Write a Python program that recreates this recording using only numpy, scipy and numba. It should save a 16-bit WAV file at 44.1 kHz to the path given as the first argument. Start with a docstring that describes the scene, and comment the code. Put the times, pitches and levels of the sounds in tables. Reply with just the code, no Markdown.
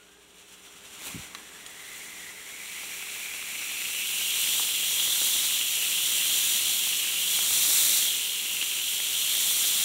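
"""A small solid rocket motor burns weakly on a test stand, its jet hissing in slow surges.
Molten slag sputters and spits in the casing, whose hollow note rises with the gas flow.
Before that, a fuse fizzes down into the nozzle, the grain lights with a soft flutter,
and two bits of debris tick on the stand. The place is a humming workshop with short, weak echoes;
one microphone stands close to the motor, in mono."""
import sys
import numpy as np
from scipy import signal
from scipy.fft import rfft, irfft, next_fast_len
from scipy.io import wavfile
from scipy.ndimage import map_coordinates
from numba import njit

SR = 44100
rng = np.random.default_rng(int(sys.argv[2]) if len(sys.argv) > 2 else 0)


def store_wav(level_fs):
    """Save 16-bit WAV to argv[1]."""
    pcm = np.round(np.clip(np.atleast_2d(level_fs), -1, 1) * 32767)
    wavfile.write(sys.argv[1], SR, pcm.T.astype(np.int16))


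N = 433944

# machine hum in the workshop: f/Hz, rms level/dB
MACHINE_HUM = [(59.2, -74.5), (183, -72), (306.8, -72), (399.5, -66.5), (430.7, -71.5)]
# bands where direct sound and the stand's reflections cancel: f/Hz, half width/Hz, gain/dB
STAND_DIPS = [(1800, 110, -2.5), (2500, 83, -1.5), (3060, 96, -2.5), (3650, 49, -2.5), (4770, 410, -8.5),
              (5360, 310, -6), (6434, 250, -6.5), (7800, 240, -3), (9360, 520, -4), (11550, 1140, -4),
              (14660, 430, -4)]
# debris striking the stand: t/s, relative level/dB of crack, of plate, of screw
DEBRIS_TICKS = [(1.349, -32.5, -32.5, -67.5), (1.6632, -38, -58, -36)]
# what the debris sets ringing: f/Hz, relative level/dB, t60/s
PLATE_MODES = [(1150, 4.5, 0.033), (1790, -5.5, .025), (2050, -4, .025), (3190, -1, 0.034),
               (4030, 5, 0.026)]
SCREW_MODES = [(3300, -3, .03), (6890, -4, 0.064), (8900, -5, .07)]
# fuse spurts, the last two as it flares in the nozzle: t/s, relative level/dB, half width/s
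FUSE_SPURTS = [(.09, -60.5, 0.05), (.405, -51.5, 0.024), (.52, -50.5, 0.027), (.66, -49, .018),
               (.76, -53, 0.02), (.855, -45, 0.016), (.94, -45, .022), (1.07, -37.5, 0.06),
               (1.19, -43.5, 0.066)]
# gas puffs as the grain lights: t/s, relative level/dB, half width/s
IGNITION_PUFFS = [(1.1476, -29, 0.0012), (1.1584, -29, 0.0014), (1.1657, -30, 0.001), (1.18, -36, 0.0017),
                  (1.1965, -36, 0.0018), (1.207, -43, .004)]
# slag spat through the nozzle: t/s, relative level/dB of dull pop, of sharp snap
SLAG_SPITS = [(.977, -45, -50), (2.834, -34, -42), (3.024, -32, -39), (3.621, -38, -40), (3.711, -35, -36),
              (3.943, -37, -45), (4.212, -32, -45), (4.596, -26, -28), (4.604, -35, -38), (4.997, -50, -16),
              (5.052, -32, -38), (5.215, -26.5, -26), (6.035, -49, -24), (6.118, -43, -45),
              (6.869, -33, -40), (7.389, -30, -26), (7.704, -31, -40), (8.613, -42, -20), (8.625, -33, -18)]
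# slow drift of the casing's note, flat and sharp: t/s, offset/Hz
NOTE_DRIFT = [(2, -4), (4.4, -90), (5.3, 50), (6.5, -130), (7.7, 18), (8.7, 55), (9.8, -22)]
# gas flow from the burning grain, driving hiss, casing note, roar and sputter: t/s, level/dB
GRAIN_FLOW = [(1.75, -45.5), (1.97, -44), (2.36, -46.5), (2.79, -41), (3.48, -39), (4.54, -28), (4.77, -31),
              (5.26, -26), (5.67, -30.5), (6.5, -26.5), (7.11, -31), (7.74, -23), (7.97, -24.5),
              (8.15, -30.5), (8.37, -33), (9.03, -31.5), (9.52, -26), (9.84, -26.5)]
# noise spectra of the sources: f/Hz, relative level/dB
ROOM_SPECTRUM = [(20, -28), (55, -2), (120, -2), (400, 2), (700, 0), (1500, -3), (4000, -3.5), (15000, -94)]
FIZZ_SPECTRUM = [(300, -14), (1000, -8.5), (1700, -4.5), (2600, 1), (3300, 2.5), (4000, -4), (5500, -1),
                 (8300, -2), (10000, -5), (15500, -14)]
ROAR_SPECTRUM = [(20, -4), (60, -4), (140, -4), (250, 1.5), (380, -1.5), (600, -4), (1300, 0), (2000, -5.5),
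                 (4000, -10), (12000, -40)]
JET_SPECTRUM = [(200, -22), (900, -22), (1500, -16.5), (2300, -7.5), (3900, -0.73), (7000, 0.5), (8500, 0),
                (11000, -1), (15500, -4.5)]
CRACK_SPECTRUM = [(300, -11.5), (1200, -6), (4000, 1), (5000, -6), (10000, -9), (15000, -20)]
POP_SPECTRUM = [(60, -21), (300, 0.5), (1100, 4), (2500, -4), (8000, -30)]
SNAP_SPECTRUM = [(1000, -26), (2000, -9), (2900, 3), (3500, 0), (5000, -14), (15000, -24)]
BUBBLE_SPECTRUM = [(100, -16), (350, -11.5), (900, -8), (1600, -4.5), (2400, 5), (3800, -2),
                   (5000, -15), (12000, -17)]

CRUISE_DB = -29.5  # middling flow of the steady burn, the reference for pitch and sputter


def amp(db):
    """Decibels to gain."""
    return 10 ** (np.asarray(db) / 20)


def unit(x):
    """Scale to rms 1."""
    return x / np.sqrt(np.mean(x ** 2) + 1e-20)


def clock():
    """Time of each sample in seconds."""
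    return np.arange(N) / SR


def rise(middle_s, fade_s):
    """A smooth step from 0 to 1."""
    return .5 + .5 * np.tanh((clock() - middle_s) / fade_s)


def curve(rows):
    """Join (time, value) points into one value per sample."""
    return np.interp(clock(), *np.transpose(rows))


def wobble(rate):
    """A smooth random curve, rate knots a second."""
    return map_coordinates(rng.standard_normal(int(N * rate / SR) + 4), [clock() * rate])


def filtered(x, response):
    """Filter x by a gain given as a function of frequency."""
    size = next_fast_len(N + SR // 2)
    return irfft(rfft(x, size) * response(np.fft.rfftfreq(size, 1 / SR)), size)[:N]


def coloured(x, spectrum):
    """Shape x by a spectrum table, at rms 1."""
    points_hz, db = np.transpose(spectrum)
    return unit(filtered(x, lambda hz: amp(np.interp(np.log(hz + 1), np.log(points_hz), db))))


def crackle(rate, spread_db, share):
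    """White noise in which a share of the power comes as tiny bursts of uneven size."""
    fires = rng.random(N) < rate / SR
    sign = rng.choice([-1, 1], N)
    size = amp(spread_db * np.minimum(rng.standard_normal(N), 2))
    return np.sqrt(share) * unit(fires * sign * size) + np.sqrt(1 - share) * rng.standard_normal(N)


@njit
def resonate(x, angle, radius):
    """A two-pole resonance whose pitch and damping move, at steady power for white noise."""
    y, state = np.zeros(len(x)), 0j
    for i in range(len(x)):
        state = state * radius[i] * np.exp(1j * angle[i]) + x[i] * np.sqrt(1 - radius[i] ** 2)
        y[i] = state.real
    return y


def workshop(air_db=-62, waver_rad=.25):
    """Room tone: steady noise and a slightly wavering machine hum."""
    hum = sum(amp(db) * np.sqrt(2) * np.sin(2 * np.pi * hz * clock() + waver_rad * wobble(4.6))
              for hz, db in MACHINE_HUM)
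    return hum + amp(air_db) * coloured(rng.standard_normal(N), ROOM_SPECTRUM)


def walls(x, echo_db=-14, t60=0.21):
    """Walls and benches scatter short echoes, well below the direct sound at this close range."""
    t = np.arange(SR // 5) / SR
    tail = rng.standard_normal(len(t)) * amp(-60 * t / t60) * (t > .003)
    return x + amp(echo_db) * signal.fftconvolve(x, tail / np.linalg.norm(tail))[:N]


def stand(x):
    """Reflections near the nozzle carve fixed dips into what reaches the microphone."""
    return filtered(x, lambda hz: amp(sum(db * np.exp(-((hz - centre) / width) ** 2)
                                          for centre, width, db in STAND_DIPS)))


def struck_metal(modes, t):
    """A struck part rings in decaying sines of random phase."""
    return sum(amp(db - 60 * t / t60) * np.sin(2 * np.pi * (hz * t + rng.random()))
               for hz, db, t60 in modes)


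def debris(crack_t60=0.031):
    """Debris hits the stand: a short crack with the ring of the plate and of a screw."""
    ticks, t = np.zeros(N), np.arange(SR // 5) / SR
    grit = coloured(rng.standard_normal(N), CRACK_SPECTRUM)
    for s, crack_db, plate_db, screw_db in DEBRIS_TICKS:
        at = round(s * SR)
        crack = grit[at:][:len(t)] * amp(crack_db - 60 * t / crack_t60)
        plate = .5 * amp(plate_db) * struck_metal(PLATE_MODES, t)
        screw = amp(screw_db) * struck_metal(SCREW_MODES, t)
        ticks[at:][:len(t)] += crack + plate + screw
    return ticks


def fuse_inside():
    """Rises from 0 to 1 as the fuse burns down into the casing."""
    return rise(middle_s=1.0, fade_s=0.063)


def grain_share():
    """Share of the sound that has passed from the fuse to the grain."""
    return rise(middle_s=1.82, fade_s=0.27)


def fuse_level(first_db=-57.5, last_db=-47, start_s=0.15, full_s=0.94):
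    """Strength of the fuse in dB: it grows towards the nozzle, with bell-shaped spurts on top."""
    t = clock()
    power = amp(np.interp(t, [start_s, full_s], [first_db, last_db])) ** 2
    for s, db, half_width in FUSE_SPURTS:
        power += amp(db) ** 2 * np.exp(-((t - s) / half_width) ** 2)
    return 10 * np.log10(power)


def nozzle_flow(fuse_trim_db=-1.5):
    """Gas flow through the nozzle in dB: first the fuse's, then the grain's."""
    lit = grain_share()
    return (1 - lit) * (fuse_level() + fuse_trim_db) + lit * curve(GRAIN_FLOW)


def gas(noise, flow_db, dull_db, bright_db):
    """Slow gas fizzes dully; fast gas hisses brightly."""
    bright = np.clip((flow_db - dull_db) / (bright_db - dull_db), 0, 1)
    return (1 - bright) * coloured(noise, FIZZ_SPECTRUM) + bright * coloured(noise, JET_SPECTRUM)


def whistle(start_hz=1420, end_hz=1630, start_db=-58, fall_db_per_s=50, overtone_db=-4):
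    """A faint, wavering whistle rises and dies as the fuse starts."""
    t = clock()
    hz = np.interp(t, [.02, .15], [start_hz, end_hz]) + 50 * wobble(202)
    phase = 2 * np.pi * np.cumsum(hz) / SR
    tone = np.sin(phase) + amp(overtone_db) * np.sin(2 * phase)
    return tone * amp(start_db - fall_db_per_s * t + 3.6 * wobble(43))


def fuse(trim_db=-1.3, flutter_db=1.1):
    """The fuse fizzes in spurts; the harder it flares, the brighter it gets."""
    level_db = fuse_level()
    fizz = gas(crackle(rate=1900, spread_db=6.5, share=.25), level_db, dull_db=-44, bright_db=-33)
    return fizz * amp(level_db + trim_db + flutter_db * wobble(51.05)) * np.sqrt(1 - grain_share())


def ignition(trim_db=-.8):
    """The grain catches in a few puffs, each a dip of pressure between two swells."""
    pressure = np.zeros(N)
    for s, db, half_width in IGNITION_PUFFS:
        u = np.clip((clock() - s) / half_width, -10, 10)
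        pressure -= amp(db + trim_db) * (1 - u * u) * np.exp(-u * u / 2)
    return pressure


def flame(idle_db=-56.5, jet_trim_db=-24, fuse_trim_db=-12, flutter_db=1.0):
    """A low, spluttering roar under the hiss: an idle flame, swelled by the fuse and by the jet."""
    lit = grain_share()
    idle_power = fuse_inside() * amp(idle_db) ** 2
    fuse_power = (1 - lit) * amp(fuse_level() + fuse_trim_db) ** 2
    jet_power = lit * amp(curve(GRAIN_FLOW) + jet_trim_db) ** 2
    roar = coloured(crackle(rate=260, spread_db=3, share=0.39), ROAR_SPECTRUM)
    return roar * np.sqrt(idle_power + fuse_power + jet_power) * amp(flutter_db * wobble(25))


def slag_load(cleared_db=-3):
    """Slag in the nozzle: it melts early in the burn, then part of it is blown clear."""
    molten = rise(middle_s=2.8, fade_s=0.31)
    cleared = rise(middle_s=5.8, fade_s=0.14)
    return molten * amp(cleared_db * cleared)


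def slag_sputter(rate=55, spread_db=2.5, attack_s=0.0013, t60=0.0082, base_db=-46, growth=0.16):
    """Small slag bubbles burst at random, each a few milliseconds of noise, louder with more flow."""
    t = np.arange(SR // 20) / SR
    starts = (rng.random(N) < rate / SR) * amp(spread_db * np.minimum(rng.standard_normal(N), 1.5))
    burst = amp(-60 * t / t60) * (1 - np.exp(-t / attack_s))
    envelope = signal.fftconvolve(starts, burst)[:N]
    bubbles = coloured(envelope * rng.standard_normal(N), BUBBLE_SPECTRUM)
    return bubbles * slag_load() * amp(base_db + growth * (nozzle_flow() - CRUISE_DB))


def slag_spits(pop_trim_db=-1, attack_s=0.00087, t60=0.02):
    """Each lump of slag briefly chokes the nozzle and leaves with a pop and a snap of the casing."""
    pops, snaps, t = np.zeros(N), np.zeros(N), np.arange(SR // 10) / SR
    burst = amp(-60 * t / t60) * (1 - np.exp(-t / attack_s))
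    for s, pop_db, snap_db in SLAG_SPITS:
        at = round(s * SR)
        pops[at:][:len(t)] += amp(pop_db + pop_trim_db) * burst
        snaps[at:][:len(t)] += amp(snap_db) * burst
    dull = coloured(rng.standard_normal(N), POP_SPECTRUM)
    sharp = coloured(rng.standard_normal(N), SNAP_SPECTRUM)
    return pops * dull + snaps * sharp


def casing(note_hz=3117, hz_per_db=65, trim_db=-2.5, unlit_db=-6, blowout_db=-27, blowout_slope=3.6):
    """Bursting slag bubbles ring the casing; faster flow raises the note, damps it and blows it out."""
    flow_db = nozzle_flow()
    hz = note_hz + hz_per_db * (flow_db - CRUISE_DB) + curve(NOTE_DRIFT)
    width_hz = np.interp(hz, [2050, 2450], [460, 900])
    wander = 1 + 0.023 * wobble(24)  # slag shifting in the throat
    angle = 2 * np.pi * hz * wander / SR
    radius = np.exp(-np.pi * width_hz / SR)
    boil = crackle(rate=950, spread_db=5, share=0.32) * amp(wobble(140))
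    ring = resonate(boil, angle, radius) * np.sqrt(1 - radius)
    ring = resonate(ring, angle, radius)  # a second pass steepens the skirts
    level_db = flow_db + trim_db + unlit_db * (1 - grain_share())
    blowout = np.hypot(1, amp(blowout_slope * (flow_db - blowout_db)))
    return unit(ring) * amp(level_db) * fuse_inside() / blowout


def jet(trim_db=2.5, flutter_db=0.47, rough_db=.5):
    """Gas tears out of the nozzle in a slightly unsteady hiss that brightens with the flow."""
    flow_db = curve(GRAIN_FLOW)
    hiss = gas(crackle(rate=4000, spread_db=1.5, share=0.088), flow_db, dull_db=-52, bright_db=-32)
    unsteady_db = flutter_db * wobble(22) + rough_db * wobble(300)
    return hiss * amp(flow_db + trim_db + unsteady_db) * np.sqrt(grain_share())


def scene():
    """One microphone near the test stand picks up motor and workshop and feeds both channels."""
    nozzle = amp(1.28) * stand(fuse() + jet() + casing() + slag_sputter())
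    motor = nozzle + flame() + slag_spits() + whistle()
    mono = walls(motor) + ignition() + debris() + workshop()
    return np.array([mono, mono])


def record(dry, low_cut_hz=22, top_hz=15750):
    """The camera's microphone sheds the deepest bass and keeps nothing above its band limit."""
    def response(hz):
        return (hz < top_hz) * hz ** 2 / (hz ** 2 + low_cut_hz ** 2)
    return np.array([filtered(channel, response) for channel in dry])


dry = scene()
out = record(dry)
store_wav(out)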